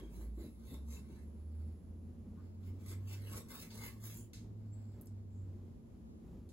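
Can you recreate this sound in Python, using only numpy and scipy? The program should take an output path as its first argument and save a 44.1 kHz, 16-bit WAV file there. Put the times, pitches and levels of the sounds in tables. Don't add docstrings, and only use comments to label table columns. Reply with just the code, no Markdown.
import sys
import numpy as np
from scipy import signal
from scipy.fft import rfft, irfft, next_fast_len
from scipy.io import wavfile

SR = 44100
rng = np.random.default_rng(int(sys.argv[2]) if len(sys.argv) > 2 else 0)


def unload_wav(signal):
    wavfile.write(
        sys.argv[1],
        SR,
        np.round(np.clip(np.atleast_2d(signal).T, -1, 1) * 32767).astype(np.int16),
    )


N = 287532
T = np.arange(N) / SR
PADDED = next_fast_len(N + 1000, real=True)
FREQ = np.maximum(np.fft.rfftfreq(PADDED, 1 / SR), 1)


# start of full pressure in seconds, seconds held, base level in dB,
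# swell while held in dB, fade-in in dB per second, extra wood rasp in dB, extra wet sizzle in dB.
FLAT_STROKES = [(0.0, 0.01, -69.5, -14, 300, 8.5, -4), (.145, 0.084, -73, 0, 297, -2, -1),
                (.408, 0.062, -73.5, -2.5, 330, -3, -2.5), (.705, 0.042, -72.5, 1.5, 138, 1, 0.5),
                (.908, 0.034, -65.5, 2, 350, -3.5, -2.5), (1.12, 0.1, -82.5, -2.5, 150, 4.5, -6)]
def flat_blade():
    friction = slips(per_s=4000, scatter_db=1.5, smooth=1.0)
    return strokes(FLAT_STROKES, friction, release_db_per_s=229, blade_db=2, hiss_db=-5,
                   wet_db=4, wood_db=1.3, judder_db=1.2, wood_fade_ratio=0.84)


SAW_STROKES = [(2.67, 0.022, -77, -1, 250, 3, 0.46), (2.897, .016, -60.5, -1, 240, -1, -1),
               (3.108, .038, -60, -0.5, 330, -0.5, -1.7), (3.328, 0.047, -59, 1, 156, 0, 1.94),
               (3.505, 0.12, -60.5, 1.5, 795, -0.5, 2.04), (3.755, 0.13, -61.5, 3.5, 260, 1.5, 2.5),
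               (4.04, .17, -61.5, -6, 350, -7.5, 0.89)]
def sawing():
    friction = slips(per_s=1200, scatter_db=0, smooth=0.99)
    return strokes(SAW_STROKES, friction, release_db_per_s=308, blade_db=-10, hiss_db=-2.5,
                   wet_db=2.5, wood_db=-2, judder_db=1.44, wood_fade_ratio=0.78)


# frequency in Hz, relative level in dB.
HISS_TONE = [(1500, -7), (3200, 1.5), (4400, -6.5), (5400, 2), (7200, 2), (8400, 11.5), (10000, -53),
             (15000, -22)]
RASP_TONE = [(200, -4), (450, 9.5), (750, -1.5), (1050, 7.5), (1400, -3), (2100, 6), (3300, -12.5),
             (5000, -7.5), (9000, -33)]
SIZZLE_TONE = [(5000, -55), (8500, -32), (10000, 7.5), (11600, 3.5), (13500, 5), (15500, 6.5)]
def strokes(table, friction, release_db_per_s, blade_db, hiss_db, wet_db, wood_db, judder_db,
            wood_fade_ratio):
    drive = unit(.6 * friction + unit(shifting_contact(friction)))
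    hiss = undb(hiss_db) * unit(colour(drive, HISS_TONE))
    blade = undb(blade_db) * unit(steel(drive))
    wood = undb(wood_db) * unit(colour(drive, RASP_TONE))
    sizzle = undb(wet_db) * unit(colour(drive, SIZZLE_TONE))
    out = np.zeros(N)
    for start, held, db, swell_db, attack, rasp_db, sizzle_db in table:
        force = pressure(start, held, db, swell_db, attack, release_db_per_s)
        out += force * (hiss + blade + undb(sizzle_db) * sizzle)
        wood_fades = wood_fade_ratio * attack, wood_fade_ratio * release_db_per_s
        out += pressure(start, held, db + rasp_db, swell_db, *wood_fades) * wood
    return out * undb(judder_db * wander(90))


def slips(per_s, scatter_db, smooth):
    count = int(per_s * T[-1])
    size, spread = rng.standard_normal((count, 2)).T
    clicks = np.bincount(rng.integers(0, N, count), size * undb(scatter_db * spread), N)
    return unit(unit(clicks) + smooth * noise())


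def pressure(start, held, db, swell_db, attack_db_per_s, release_db_per_s):
    lean_db = swell_db * (np.clip((T - start) / held, 0, 1) - .5)
    before_db = attack_db_per_s * np.maximum(start - T, 0)
    after_db = release_db_per_s * np.maximum(T - start - held, 0)
    return undb(db + lean_db - np.minimum(before_db + after_db, 100))


def shifting_contact(x, ring_s=.018):
    hop, t = SR // 16, T[:SR // 50]
    out, fade = np.zeros(N), np.sqrt(np.hanning(2 * hop))
    for i in range(0, N - 2 * hop, hop):
        path = noise(len(t)) * np.exp(-np.log(1000) * t / ring_s)
        add(out, i / SR, signal.fftconvolve(x[i:i + 2 * hop] * fade, path / np.linalg.norm(path)))
    return out


# pitch in Hz, width in Hz, relative level in dB.
BLADE_NOTES = [(2640, 97, -13), (3790, 88, -12.5), (3960, 330, -2), (4480, 180, -14), (6260, 300, -9),
               (7360, 70, 3), (7290, 120, -10), (8500, 100, -2), (10120, 200, 0.5), (11220, 150, -0.5),
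               (11400, 210, -10)]
def steel(x, sway_db=3):
    return sum(undb(db + sway_db * wander(9)) * ring(x, hz, width) for hz, width, db in BLADE_NOTES)


# time in seconds,
# strength in dB, brightness in Hz.
TAPS = [(2.63, -70.5, 4420), (3.485, -56.5, 8870), (3.705, -53, 4640), (4.333, -50.5, 5250),
        (6.490, -64.5, 7080)]
def taps(crack_s=0.02, skid_s=0.28, skid_db=-4, blade_db=-3, wood_db=-3):
    hits = np.zeros(N)
    for start, db, hz in TAPS:
        hit = burst(crack_s) + undb(skid_db) * burst(skid_s)
        add(hits, start, undb(db) * ring(hit, hz, 0.84 * hz))
    return hits + undb(blade_db) * steel(hits) + undb(wood_db) * ring(hits, hz=2000, width_hz=1200)


# time in seconds, strength in dB, pitch in Hz, seconds to die away.
SNAPS = [(2.892, -60, 10900, .058), (3.329, -49, 11450, 0.036), (3.850, -47, 12080, 0.036),
         (3.863, -46, 14100, .086), (4.053, -51, 12000, 0.054), (4.142, -51, 11600, 0.042),
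         (4.171, -49, 11450, 0.041), (5.0121, -45, 13500, .007), (5.0175, -51.5, 11200, .014),
         (5.0576, -55, 11800, 0.018), (5.070, -56, 7600, .025)]
def wet_snaps(width_hz=3200):
    out = np.zeros(N)
    for start, db, hz, decay_s in SNAPS:
        add(out, start, 2 * undb(db) * ring_twice(burst(decay_s), hz, width_hz))
    return out


# middle in seconds, length in seconds, pitch in Hz, width in Hz, level in dB.
ZINGS = [(.435, .18, 3970, 120, -74), (.739, 0.16, 3630, 130, -69), (0.951, .13, 7040, 140, -69),
         (.967, 0.033, 2610, 120, -68), (2.39, .089, 1170, 262, -74), (3.278, 0.045, 2770, 248, -62.5),
         (3.344, .09, 1060, 300, -62.5), (3.549, .12, 1090, 350, -61.5), (3.72, 0.084, 4700, 350, -66),
         (4.181, 0.2, 7100, 300, -65), (4.839, 0.57, 7560, 445, -83.5), (5.378, .24, 7390, 600, -83)]
def zings():
    out = np.zeros(N)
    for middle, length, hz, width, db in ZINGS:
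        n = int(length * SR)
        note = unit(ring_twice(noise(n), hz, width, widen=3))
        add(out, middle - length / 2, undb(db) * np.hanning(n) * note)
    return out


# start and length in seconds, first and last pitch in Hz, level in dB.
SQUEAKS = [(.007, 0.0082, 3250, 3190, -63), (0.038, 0.016, 3290, 3230, -71), (0.075, 0.01, 3280, 3200, -74),
           (4.715, .05, 7230, 7920, -69)]
def squeaks(waver=0.0036):
    out, wobble = np.zeros(N), 1 + waver * wander(600)
    for start, length, first_hz, last_hz, db in SQUEAKS:
        n = int(length * SR)
        pitch_hz = np.linspace(first_hz, last_hz, n) * wobble[:n]
        add(out, start, undb(db) * np.hanning(n) * sine(pitch_hz))
    return out


# start in seconds, level in dB, pitch in Hz.
PUSHES = [(.005, -54.5, 339), (.17, -55, 327), (.369, -51.5, 312), (0.423, -51, 302), (.70, -52, 278),
          (1.091, -60, 330), (2.237, -51.5, 198.5), (2.859, -50, 60.5), (2.881, -57.5, 315),
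          (3.28, -54, 224), (4.42, -56.5, 240)]
def board_thuds(rise_s=0.024, width_ratio=0.26):
    out, t = np.zeros(N), T[:SR // 3]
    swell = t / rise_s * np.exp(1 - t / rise_s)
    for start, db, hz in PUSHES:
        body = unit(ring_twice(noise(len(t)), hz, width_ratio * hz))
        add(out, start, undb(db) * body * swell)
    return out


# start in seconds, seconds held, level in dB, swell while held in dB.
RUBS = [(1.38, 0.16, -85, 2), (1.6, .12, -80, -1), (2.38, 0.071, -80.5, 7), (4.62, .04, -85, 0),
        (4.76, 0.22, -78, -3), (5.1, 0.42, -85.5, 3)]
def rubbing(fade_db_per_s=92, uneven_db=1.5):
    force = sum(pressure(*row, fade_db_per_s, fade_db_per_s) for row in RUBS)
    tone_hz_db = [(300, 3), (700, 11), (1100, 0.5), (2200, -0.5), (3200, -8.5), (5200, -2),
                  (6000, -35), (7400, -4), (9000, -14.5), (15000, -9)]
    friction = slips(per_s=1600, scatter_db=-0.5, smooth=0.83)
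    return unit(colour(friction, tone_hz_db)) * undb(uneven_db * wander(40)) * force


# frequency in Hz, phase lead in radians.
LEFT_LEAD = [(0, -0.5), (1400, -0.25), (2000, 4), (2760, 4), (3530, 6.5), (4900, 17), (5860, 15.5),
             (6550, 12.5), (11000, 7), (16000, 0.3)]
def kitchen(x, to_room, echo_s=0.19, dull_hz=9000):
    lead = np.interp(FREQ, *np.transpose(LEFT_LEAD))
    direct = irfft(rfft(x, PADDED) * np.exp(.5j * np.array([lead, -lead])))[:, :N]
    soften = signal.butter(1, dull_hz, fs=SR)
    tails = [signal.lfilter(*soften, burst(echo_s)) for _ in range(2)]
    echoes = [signal.oaconvolve(to_room, tail / np.linalg.norm(tail))[:N] for tail in tails]
    return direct + np.array(echoes)


# time in seconds, pitch in Hz.
HUM_PITCH = [(0.0, 49.6), (0.57, 63.3), (0.94, 70.63), (3.47, 102.4), (4.19, 109.1), (5.1, 100.2),
             (6.4, 82.2)]
# time in seconds, level in dB.
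HUM_LEVEL = [(0.0, -56), (0.27, -43.5), (0.42, -46), (0.47, -61), (0.9, -43.5), (1.07, -55), (1.66, -42),
             (1.85, -56.5), (1.9, -50.5), (2.21, -57.5), (2.41, -49), (2.55, -54.5), (2.7, -43.5),
             (2.84, -52), (2.95, -43.5), (3.31, -45.5), (3.53, -69), (3.82, -50.5), (3.91, -58),
             (4.04, -48), (4.27, -55.5), (4.33, -70), (4.38, -51.5), (4.78, -46.5), (4.96, -51),
             (5.03, -65), (5.1, -47), (5.3, -51.5), (5.39, -45), (5.74, -53.5), (5.79, -71), (5.85, -68),
             (6.3, -68), (6.41, -56), (6.5, -57)]
def hum(right_louder_db=1.45):
    tone = undb(curve(HUM_LEVEL)) * sine(curve(HUM_PITCH))
    return tone * undb([[-right_louder_db / 2], [right_louder_db / 2]])


# time in seconds, level in dB.
WHINE_LEVEL = [(0, -92), (.5, -84.5), (1.7, -86), (2.5, -94), (4.7, -99), (6.2, -93)]
def whine(pitch_hz=10697, wander_hz=9, hiss_db=-5):
    tone = sine(pitch_hz + wander_hz * wander(37))
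    hiss = undb(hiss_db) * unit(ring(noise(), pitch_hz, width_hz=160))
    return undb(curve(WHINE_LEVEL)) * (tone + hiss)


# frequency in Hz, relative level in dB.
RUMBLE_TONE = [(25, -22.5), (42, -5), (56, 3), (85, 1.5), (135, -5.5), (170, -3), (240, -2), (280, -9),
               (340, -9.5), (480, -18), (700, -28), (1100, -34), (1600, -42), (3000, -46), (6000, -49.5),
               (7200, -47), (9000, -59), (11500, -50), (16000, -58.5)]
# frequency in Hz, level of the sides against the middle in dB.
RUMBLE_WIDTH = [(60, -10), (200, -11), (380, -7), (700, 0.5), (1300, 0), (15000, 0.5)]
def rumble(rumble_db=-55, flicker_db=1.58, drone_hz=226, drone_width_hz=12, drone_db=-62):
    middle = unit(colour(noise(), RUMBLE_TONE)) * undb(rumble_db + flicker_db * wander(11))
    sides = unit(colour(noise(), RUMBLE_TONE)) * undb(rumble_db + flicker_db * wander(11))
    drone = undb(drone_db) * unit(ring_twice(noise(), drone_hz, drone_width_hz))
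    return middle + drone + colour(sides, RUMBLE_WIDTH) * np.array([[1], [-1]])


def undb(db):
    return 10 ** (np.asarray(db) / 20)


def unit(x):
    return x / np.sqrt(np.mean(x ** 2))


def curve(table):
    return np.interp(T, *np.transpose(table))


def sine(hz):
    return np.sqrt(2) * np.sin(2 * np.pi * np.cumsum(hz) / SR)


def colour(x, points):
    hz, db = np.transpose(points)
    gain = undb(np.interp(np.log(FREQ), np.log(hz), db))
    return irfft(rfft(x, PADDED) * gain)[:N]


def ring(x, hz, width_hz):
    return signal.lfilter(*signal.iirpeak(hz, hz / width_hz, fs=SR), x)


def ring_twice(x, hz, width_hz, widen=2):
    return ring(ring(x, hz, width_hz), hz, widen * width_hz)


def noise(n=N):
    return rng.standard_normal(n)


def wander(per_s):
    count = int(T[-1] * per_s) + 2
    return unit(np.interp(T * per_s, np.arange(count), noise(count)))


def burst(decay_s):
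    t = T[:SR // 2]
    return noise(len(t)) * np.exp(-np.log(1000) * t / decay_s)


def add(out, start_s, sound):
    i = max(int(start_s * SR), 0)
    out[i:i + len(sound)] += sound[:N - i]


def scene(scrape_echo_db=-5, tap_echo_db=-1, snap_echo_db=-6):
    scrapes = flat_blade() + sawing() + zings() + squeaks() + rubbing()
    knocks, crackle = taps(), wet_snaps()
    to_room = undb(scrape_echo_db) * scrapes + undb(tap_echo_db) * knocks + undb(snap_echo_db) * crackle
    knife_work = kitchen(scrapes + knocks + crackle, to_room) + board_thuds()
    return knife_work + hum() + whine() + rumble()


def record(dry, top_hz=15800):
    return signal.sosfilt(signal.ellip(10, .2, 70, top_hz, fs=SR, output="sos"), dry)


dry = scene()
out = record(dry)
unload_wav(out)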